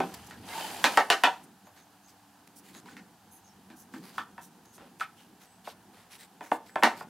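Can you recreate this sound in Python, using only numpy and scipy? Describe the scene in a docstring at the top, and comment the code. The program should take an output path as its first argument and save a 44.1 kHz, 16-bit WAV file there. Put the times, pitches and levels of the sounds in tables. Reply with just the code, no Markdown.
"""A wooden knock comes first, then the scrape of a moulding frame, four raps to shed its sand, and boards shifted
on a bench in a garage with its door open. Decaying sine modes and bursts of noise make the knocks, which the
walls answer by convolution. Shaped noise makes the sand, squeaks, brushing gloves and cloth, short high ticks,
bird peeps, low rumble and air; two steel modes tinkle and a wavering sine hums far off."""
import sys
import numpy as np
from scipy import signal
from scipy.fft import rfft, irfft, next_fast_len
from scipy.io import wavfile
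from scipy.ndimage import uniform_filter1d, map_coordinates

SR = 44100
rng = np.random.default_rng(int(sys.argv[2]) if len(sys.argv) > 2 else 0)


def wav_out(sig):
    """Save sig, one row per channel (or a flat mono array), as 16-bit PCM at SR to the path in sys.argv[1]."""
    wavfile.write(sys.argv[1], SR, np.round(np.clip(np.atleast_2d(sig).T, -1, 1) * 32767).astype(np.int16))


N = 312669

# modes of wooden frames and boards, before each knock varies and damps them: pitch_hz, level_db, t60_s
WOOD_MODES = [(370, -7.5, 0.049), (460.6, -7.5, 0.053), (523, -5, 0.033), (604.5, 0, 0.037),
              (703, -3, 0.057), (773.4, -1, 0.11), (840, 1, 0.034), (924, 3, 0.035), (1048, 1.5, 0.026),
              (1170, -5, 0.046), (1320, -4, 0.059), (1506, 0, 0.047), (1800, 5.5, 0.028),
              (2100, -0.5, 0.036), (2370, 0.5, 0.029), (2620, -2, 0.049), (3000, 3.5, 0.017),
              (3440, 3.5, 0.027), (4290, 0, 0.01)]
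DAMPED_ABOVE_HZ = 900  # the gripping hand shortens the upper modes
BOARDS_FROM_S, BOARD_T60_S = 5.5, 0.045  # boards lying on the bench ring no longer than this


def held_wood(start_s):
    """Modal damping: modes vary a little, as between pieces of wood; grip shortens the upper ones."""
    modes = np.array(WOOD_MODES)
    damping = np.maximum(1, modes[:, 0] / DAMPED_ABOVE_HZ) ** 0.7
    modes = modes * (1 + [0.015, 0, 0.2] * rng.standard_normal(modes.shape).clip(-2, 2))
    modes[:, 2] /= damping
    if start_s > BOARDS_FROM_S:
        modes[:, 2] = np.minimum(modes[:, 2], BOARD_T60_S)
    return modes


# knocks of wood on wood, two of them followed by a bounce off the far wall (rows at 1.27 and 6.869 s);
# crack and thud are relative to the ring, whose peak is level_db:
# start_s, level_db, favoured pitch_hz, fall_off_db_per_octave, crack_db, thud_db
KNOCKS = [(0.002, -15, 427, 6.5, -2.5, -8), (0.14, -44.5, 850, 20, 15, -9),
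          (0.309, -36.5, 1620, 18, 9.5, -16), (0.841, -8, 1600, 3, 10, -5.5),
          (0.973, -5.5, 935, 7, 3.5, -14.5), (1.101, -8.5, 1430, 3.5, 10.5, -12.5),
          (1.236, -8, 1580, 7, 7, -14), (1.27, -11, 930, 11, -19, -18), (1.669, -46, 810, 9, 5, -26),
          (2.749, -44.5, 1510, 15, 6, 4), (2.858, -48.5, 990, 32.5, 13, -6),
          (2.886, -42.5, 1540, 42, -13, 4), (2.967, -39.5, 1660, 16, 11, 7), (3.701, -46, 1310, 5, 9, 18),
          (3.938, -38, 1260, 9, 6.5, 14), (4.18, -21, 1270, 24, 1.5, -24), (4.183, -32, 3450, 14, -2, -30),
          (4.379, -35, 1200, 13, -3, -14), (4.779, -46.5, 860, 5, 6.5, 7.5), (4.815, -45, 500, 8, 2, 0),
          (4.998, -39.5, 1660, 3, 13, -31), (5.008, -26.5, 2100, 13.5, 6, -35),
          (5.011, -19.5, 1320, 29, -18, -28), (5.672, -28.5, 795, 9, -17, -10),
          (6.408, -32.5, 826, 7, -1.5, 0.5), (6.516, -11.5, 675, 9, -13, -4.5),
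          (6.694, -44.5, 1800, 26, -5, -27), (6.757, -15.5, 845, 7, -8.5, -6),
          (6.825, -12, 890, 5, -9, -37), (6.834, -6.5, 1290, 5, 7, -6.5), (6.869, -13.5, 800, 23, -13, -11),
          (7.008, -29.5, 840, 9, -5, -17.5)]
# the hollow bench under a thud: pitch_hz, level_db, t60_s
BENCH_MODES = [(199, -6.5, 0.029), (241, -0.5, 0.031), (321.2, -12.5, 0.044)]
CONTACT_S, SOFTER_PER_DB = 0.001, 0.5  # rise of the ring at 0 dB of crack; less crack rises slower
ECHO_DB, ECHO_CRACK_DB = 3.5, -7.5  # the walls' answer at 0 dB of crack, and the crack's share in it
ECHO_PER_CRACK = 0.36  # a harder contact throws more into the room: dB of echo per dB of crack


def knocks():
    """Modal impact: a blow excites modes near a favoured pitch, contact noise, the bench and the room."""
    out, t = np.zeros((2, N)), np.arange(SR // 5) / SR

    def bright(hz):
        return 1j * hz / 1200 / (1 + 1j * hz / 1200) / (1 + 1j * hz / 3500) ** 2

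    for start_s, level_db, spot_hz, fall_db, crack_db, thud_db in KNOCKS:
        favour_db = lambda hz: -fall_db * np.abs(np.log2(hz / spot_hz))
        rise_s = CONTACT_S * amp(-SOFTER_PER_DB * crack_db)
        ring = ringing(held_wood(start_s), t, favour_db, attack=rise_s)
        thud = ringing(BENCH_MODES, t, lambda hz: 0, attack=0.0076)
        body = ring / np.abs(ring).max() + amp(thud_db) * thud
        # gritty faces meet over a few ms
        grit = amp(-60 * t / 0.014) * (1 - np.exp(-t / 0.0005)) * rng.standard_normal(len(t))
        direct = body + amp(crack_db) * filtered(grit, bright)
        add(out, amp(level_db) * direct[None], start_s)
        # the walls hear that burst as one even click
        click = np.linalg.norm(grit) * (t == 0)
        sent = body + amp(crack_db + ECHO_CRACK_DB) * filtered(click, bright)
        echo = signal.fftconvolve(sent[None], walls(), axes=1)
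        add(out, amp(level_db + ECHO_DB + ECHO_PER_CRACK * crack_db) * echo, start_s + 0.0041)
    return out


# decay of the walls' answer: pitch_hz, t60_s
WALL_DECAY = [(200, 0.34), (800, 0.3), (3000, 0.24), (12000, 0.33)]
# colour of the walls' answer: pitch_hz, level_db
WALL_COLOUR = [(100, -33.5), (300, 0), (780, -6.5), (1800, -4), (5000, 3), (15000, -1.5)]


def walls():
    """Reverberation: a crowd of near echoes stands above a diffuse tail that dies band by band."""
    hz, t, z = signal.stft(rng.standard_normal((2, SR // 2)), SR, nperseg=256)
    decay = amp(-60 * t / along(WALL_DECAY, hz)[:, None])
    tail = signal.istft(z * decay, SR, nperseg=256)[1]
    t = np.arange(tail.shape[1]) / SR
    near = amp(6 / (1 + (t / 0.042) ** 6))  # the near echoes end once the far wall has answered
    onset = 1 - np.exp(-t / 0.00033)
    tail = spread(tail * near * onset, lambda hz: amp(along(WALL_COLOUR, hz)), wide=0.72)
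    return tail / np.linalg.norm(tail[0])


# sand scraped and shaken off the frame: start_s, grinding level_db
SAND = [(0, -51), (.25, -55), (.42, -59), (.5, -45), (.58, -39.5), (.82, -44), (.95, -40), (1.08, -52),
        (1.25, -52), (1.5, -68)]
# relative spectrum of the grinding: pitch_hz, density_db_per_hz
GRIND_SPECTRUM = [(180, -52), (300, -13), (534, -14), (769, -5.5), (907, -6), (1110, -14), (1840, -14.5),
                  (2140, -18.5), (3050, -13.5), (3390, -18), (5000, -18), (6500, -55), (11000, -120)]
# relative spectrum of the trickling: pitch_hz, density_db_per_hz
TRICKLE_SPECTRUM = [(2350, -37.5), (4000, -17), (5830, -9.5), (12700, -11), (16000, -21.5)]
GRAIN_DB, HISS_DB = -8, -4.5  # catching grains and trickling sand against the grinding


def scraped_sand():
    """Granular friction: sand grinds between wooden faces, catches and trickles off."""
    grind_db, = curves(SAND)
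    grind = rush(GRIND_SPECTRUM, patchy_db=0.0, grain_db=1.5, grains=190)
    trickle = rush(TRICKLE_SPECTRUM, patchy_db=1.1, grain_db=1.5, grains=600)
    return amp(grind_db) * (grind + amp(GRAIN_DB) * catching_grains() + amp(HISS_DB) * trickle)


GRAINS_PER_S, GRAIN_SPREAD_DB = 900, 3  # spread in dB per natural-log unit of random size


def catching_grains():
    """Stick-slip: coarse grains catch under the scrape and ring for a few cycles at scattered pitches."""
    lasts_s = SAND[-1][0]
    when, pitch, size = rng.random((round(GRAINS_PER_S * lasts_s), 3)).T
    t = np.arange(SR // 50) / SR
    hz = (800 * 5 ** pitch)[:, None]
    strength = amp(-GRAIN_SPREAD_DB * np.log(size + 1e-3))[:, None]
    chips = strength * np.sin(2 * np.pi * hz * t) * np.exp(-hz * t / 6)
    at = (when * lasts_s * SR).astype(int)[:, None] + np.arange(len(t))
    x = np.bincount(at.ravel(), chips.ravel(), N)[:N]  # overlapping grains sum
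    return x / np.std(x[:round(lasts_s * SR)])


# brief squeaks of the scraped frame, level before the swell: start_s, length_s, pitch_hz, level_db
SQUEAKS = [(.33, .04, 1650, -57), (.5, .04, 2090, -47), (.55, .05, 900, -41), (.58, .11, 3050, -48),
           (.62, .04, 880, -41), (5.18, .06, 3100, -67)]


def squeaks():
    """Frictional excitation: rubbed wood squeaks as a very narrow band of noise."""
    return narrow_bands(SQUEAKS, width_hz=40)


# gloves, cloth and shoes brushing past, and a few very short high ticks;
# level before the swell and centre before the treble tilt: start_s, length_s, level_db, centre_hz
BRUSHES_AND_TICKS = [(0.138, 0.016, -42, 7000), (.264, .016, -48.5, 8600), (0.297, 0.0084, -53.5, 8500),
                     (1.428, 0.034, -58.5, 9810), (1.75, 0.089, -58.5, 3000), (2.07, 0.063, -60, 6050),
                     (2.473, 0.007, -52.5, 6600), (2.556, 0.057, -52.5, 9200), (2.63, 0.12, -57, 4137),
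                     (2.728, 0.098, -53.5, 4040), (2.852, 0.13, -56.5, 3826), (3.309, .1, -56.5, 10500),
                     (3.76, .1, -55.5, 9700), (3.91, 0.15, -59.5, 7360), (4.02, 0.14, -52.5, 4620),
                     (4.124, 0.13, -53, 4000), (4.407, 0.083, -54.5, 8930), (4.653, 0.01, -56.5, 7000),
                     (4.725, 0.073, -58, 9200), (4.774, 0.14, -55.5, 500), (4.987, 0.068, -54.5, 9600),
                     (5.159, 0.12, -60.5, 5100), (5.397, 0.082, -56.5, 4970), (5.639, .11, -50.5, 3000),
                     (5.924, 0.16, -58.5, 2590), (6.101, 0.089, -50.5, 5770), (6.18, 0.09, -51, 3000),
                     (6.412, 0.11, -52.5, 3890), (6.504, 0.084, -52.5, 8340), (6.651, .07, -57.5, 3460),
                     (6.78, 0.055, -61, 8050), (6.95, .1, -52, 5770)]
# half-width of a stroke at 10 kHz, octaves gained per octave lower, and the widest
THINNEST_OCTAVES, WIDENS, WIDEST_OCTAVES = 0.69, 2.9, 3.1


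def brushes_and_ticks():
    """Broadband noise: gloves, cloth and shoes brush past, with short ticks; low strokes span more octaves."""
    out = np.zeros((2, N))
    for start_s, length_s, level_db, centre_hz in BRUSHES_AND_TICKS:
        octaves = THINNEST_OCTAVES + WIDENS * np.log2(10000 / centre_hz)
        octaves = np.clip(octaves, 0.3, WIDEST_OCTAVES)
        bumps_db = 3 * rng.standard_normal(24)  # each stroke has its own uneven colour
        bumps_hz = np.linspace(0, SR / 2, len(bumps_db))

        def colour(hz):
            hump = np.exp(-(np.log2((hz + 1) / centre_hz) / octaves) ** 2)
            tilt = 1 / np.sqrt(hz + 100)
            return hump * tilt * amp(np.interp(hz, bumps_hz, bumps_db))

        add(out, amp(level_db) * swelling(length_s, colour, sharp=1.1), start_s)
    return out


# a loose steel part: start_s, level_db
TINKLES = [(1.668, -69), (1.745, -67)]
# its modes, before each strike varies their strength: pitch_hz, level_db, t60_s
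STEEL_MODES = [(11590, 0, .25), (12080, -2, .2)]


def tinkles():
    """Modal ringing of a lightly damped solid: a small steel part sounds two thin, high modes."""
    out, t = np.zeros((2, N)), np.arange(SR // 4) / SR
    for start_s, level_db in TINKLES:
        ring = ringing(STEEL_MODES, t, lambda hz: 0, attack=0.00079)
        add(out, amp(level_db) * ring[None], start_s)
    return out


# bird peeps, level before the swell: start_s, length_s, pitch_hz, level_db
PEEPS = [(1.644, 0.051, 6600, -68.5), (1.77, 0.079, 6400, -68), (2.029, 0.091, 6450, -67.5),
         (2.742, 0.061, 6600, -59), (2.908, 0.028, 6540, -66), (3.307, 0.098, 6420, -66),
         (3.441, 0.056, 6430, -64.5), (3.462, 0.071, 5500, -68.5), (4.652, 0.13, 6520, -68.5),
         (5.46, 0.13, 8040, -70), (6.66, 0.63, 7900, -67.5)]


def peeps():
    """Narrow-band noise: each rough bird peep is a band about one pitch that swells and fades."""
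    return narrow_bands(PEEPS, width_hz=280)


# level of the rumble, before its wavering: start_s, level_db
RUMBLE_LEVEL = [(0, -35), (.15, -55), (.85, -51.5), (1.3, -62.5), (2.4, -68.5), (2.7, -57), (3, -57.5),
                (3.3, -65), (3.65, -64.5), (4.05, -54), (4.4, -58.5), (4.7, -67), (4.85, -55.5), (5.2, -62),
                (5.7, -64.5), (6, -59.5), (6.4, -64.5), (7.09, -56)]
# relative spectrum of the rumble: pitch_hz, density_db_per_hz
RUMBLE_SPECTRUM = [(65, -44.5), (110, -40), (119, -21), (188, -6.5), (270, -11), (469, -19.5), (500, -19),
                   (650, -44.5), (1100, -120)]


def rumble():
    """Low-frequency ambience: shaped noise of wavering level comes through the open door."""
    level_db, = curves(RUMBLE_LEVEL)
    return amp(level_db + 1.5 * wobble(9)) * rush(RUMBLE_SPECTRUM, patchy_db=2.2)


# relative spectrum of the deep bass: pitch_hz, density_db_per_hz
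DEEP_SPECTRUM = [(12, -27.5), (20, -26.5), (70, -5), (103, 3.5), (140, -7.5), (180, -14.5), (310, -120)]
DEEP_DB, DEEP_START_DB, DEEP_SETTLES_S = -72.5, 14.5, 0.75  # settled level, extra at the start


def deep_bass():
    """Bass noise with a level envelope: it starts stronger, then settles and wavers."""
    t = np.arange(N) / SR
    extra_db = DEEP_START_DB / (1 + (t / DEEP_SETTLES_S) ** 4)
    return amp(DEEP_DB + extra_db + 2.5 * wobble(4)) * rush(DEEP_SPECTRUM, patchy_db=1.0)


HUM_FROM_S, HUM_TO_S, HUM_FADE_S = 1.4, 2.9, 0.072
HUM_HZ, HUM_START_DB, HUM_GROWS_DB_PER_S = 290, -69, 3


def far_hum():
    """Frequency and amplitude modulation: a faint far sine wavers as it grows, then goes."""
    t = np.arange(N) / SR
    fade = np.clip(np.minimum(t - HUM_FROM_S, HUM_TO_S - t) / HUM_FADE_S, 0, 1)
    level_db = HUM_START_DB + HUM_GROWS_DB_PER_S * (t - HUM_FROM_S) + 1.2 * wobble(6.1)
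    phase = 2 * np.pi * np.cumsum(HUM_HZ + 3 * wobble(26.1)) / SR
    return fade * amp(level_db) * np.sin(phase)


# relative spectrum of the room's air: pitch_hz, density_db_per_hz
AIR_SPECTRUM = [(35, -32), (60, -51.5), (91, -17.5), (139, -17), (193, 12.5), (238, -27.5), (274, -21),
                (515, -17.5), (749, 6.5), (842, 4), (1200, -3.5), (1700, -4), (2050, -12), (12400, -14.5),
                (16000, -18.5)]
AIR_DB = -62


def room_air():
    """Background noise floor: the steady air of the room, as shaped noise."""
    return amp(AIR_DB) * rush(AIR_SPECTRUM, patchy_db=0.56)


def ringing(modes, t, boost_db, attack):
    """Modal superposition: decaying sines of alternating sign, struck at new strengths."""
    hz, db, t60 = np.transpose(modes)[:, :, None]
    db = db + boost_db(hz) + rng.normal(0, 2, hz.shape)
    sign = (-1) ** np.arange(len(hz))[:, None]
    sines = sign * amp(db - 60 * t / t60) * np.sin(2 * np.pi * hz * t)
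    return np.sum(sines, axis=0) * (1 - np.exp(-t / attack))


def narrow_bands(rows, width_hz):
    """Band-limited noise: a Gaussian band about each row's pitch swells and fades."""
    out = np.zeros((2, N))
    for start_s, length_s, pitch_hz, level_db in rows:
        band = lambda hz: np.exp(-((hz - pitch_hz) / width_hz) ** 2)
        add(out, amp(level_db) * swelling(length_s, band, sharp=0.2), start_s)
    return out


def swelling(length_s, gain, sharp):
    """Amplitude envelope: coloured stereo noise swells and fades once, with a grainy flutter."""
    t = np.arange(SR // 4) / SR
    flutter_db = 2.5 * map_coordinates(rng.standard_normal(200), [t * 500])
    band = unit(spread(rng.standard_normal((2, len(t))) * amp(flutter_db), gain, wide=0.79))
    return band * np.abs(np.sin(np.pi * np.clip(t / length_s, 0, 1) ** 0.69)) ** sharp


def rush(spectrum, patchy_db, grain_db=0.0, grains=300):
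    """Spectral shaping: stereo noise of rms 1 with patches of random gain and a grainy flutter."""
    z = signal.stft(rng.standard_normal((2, N)), nperseg=512)[2]
    field = uniform_filter1d(rng.standard_normal(z.shape[1:]), size=5, axis=0)
    field = uniform_filter1d(field, size=10, axis=1)
    pair = signal.istft(z * amp(patchy_db * unit(field)), nperseg=512)[1][:, :N]
    pair = pair * amp(grain_db * wobble(grains))
    return unit(spread(pair, lambda hz: amp(along(spectrum, hz))))


# left-right likeness: pitch_hz, correlation (no unit)
LIKENESS = [(60, 0.97), (180, 0.99), (550, 0.95), (1650, 0.91), (4970, 0.59), (15000, 0.11)]


def spread(pair, gain, wide=1.0):
    """Interaural coherence: two unrelated signals mix to left and right, less alike in the treble."""
    def turn(hz):
        return wide * np.arccos(np.clip(along(LIKENESS, hz), -1, 1)) / 2

    mid, side = filtered(pair, lambda hz: gain(hz) * [np.cos(turn(hz)), np.sin(turn(hz))])
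    return np.array([mid + side, mid - side])


def filtered(x, response):
    """Linear filtering: the spectrum of x times a response of frequency."""
    m = next_fast_len(x.shape[-1] + 8192)  # padding keeps the tail from wrapping round
    return irfft(rfft(x, m) * response(np.fft.rfftfreq(m, 1 / SR)), m)[..., :x.shape[-1]]


def wobble(rate):
    """Slow modulation: a smooth random curve, rate knots a second."""
    knots = rng.standard_normal(int(N * rate / SR) + 4)
    return map_coordinates(knots, [np.arange(N) * rate / SR])


def curves(rows):
    """Linear interpolation: one value per sample for each column after the time."""
    s, *cols = np.transpose(rows)
    return [np.interp(np.arange(N) / SR, s, c) for c in cols]


def along(points, hz):
    """Logarithmic frequency scale: (pitch_hz, value) points interpolated at hz."""
    f, v = np.transpose(points)
    return np.interp(np.log(hz + 1), np.log(f + 1), v)


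def add(out, x, start_s):
    """Superposition: mix x into out from start_s."""
    part = out[:, max(round(start_s * SR), 0):][:, :x.shape[-1]]
    part += x[..., :part.shape[1]]


def unit(x):
    """Normalisation: x scaled to rms 1."""
    return x / np.sqrt(np.mean(x ** 2) + 1e-20)


def amp(db):
    """Decibel law: the amplitude gain of a level."""
    return 10 ** (np.asarray(db) / 20)


def scene():
    """Superposition of everything heard in the garage."""
    handling = knocks() + scraped_sand() + squeaks() + brushes_and_ticks() + tinkles()
    return handling + peeps() + rumble() + deep_bass() + far_hum() + room_air()


TOP_HZ = 15800


def record(dry):
    """Microphone response: deepest bass drops, the left port is a little duller, a band limit ends the treble."""
    def ports(hz):
        tilt_db = 0.18 + 0.61 * (hz / 12000) ** 2
        bass_cut = (1j * hz / (30 + 1j * hz)) ** 2
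        return amp(np.outer([-1, 1], tilt_db)) * bass_cut

    return filtered(dry, lambda hz: (hz < TOP_HZ) * ports(hz))


dry = scene()
out = record(dry)
wav_out(out)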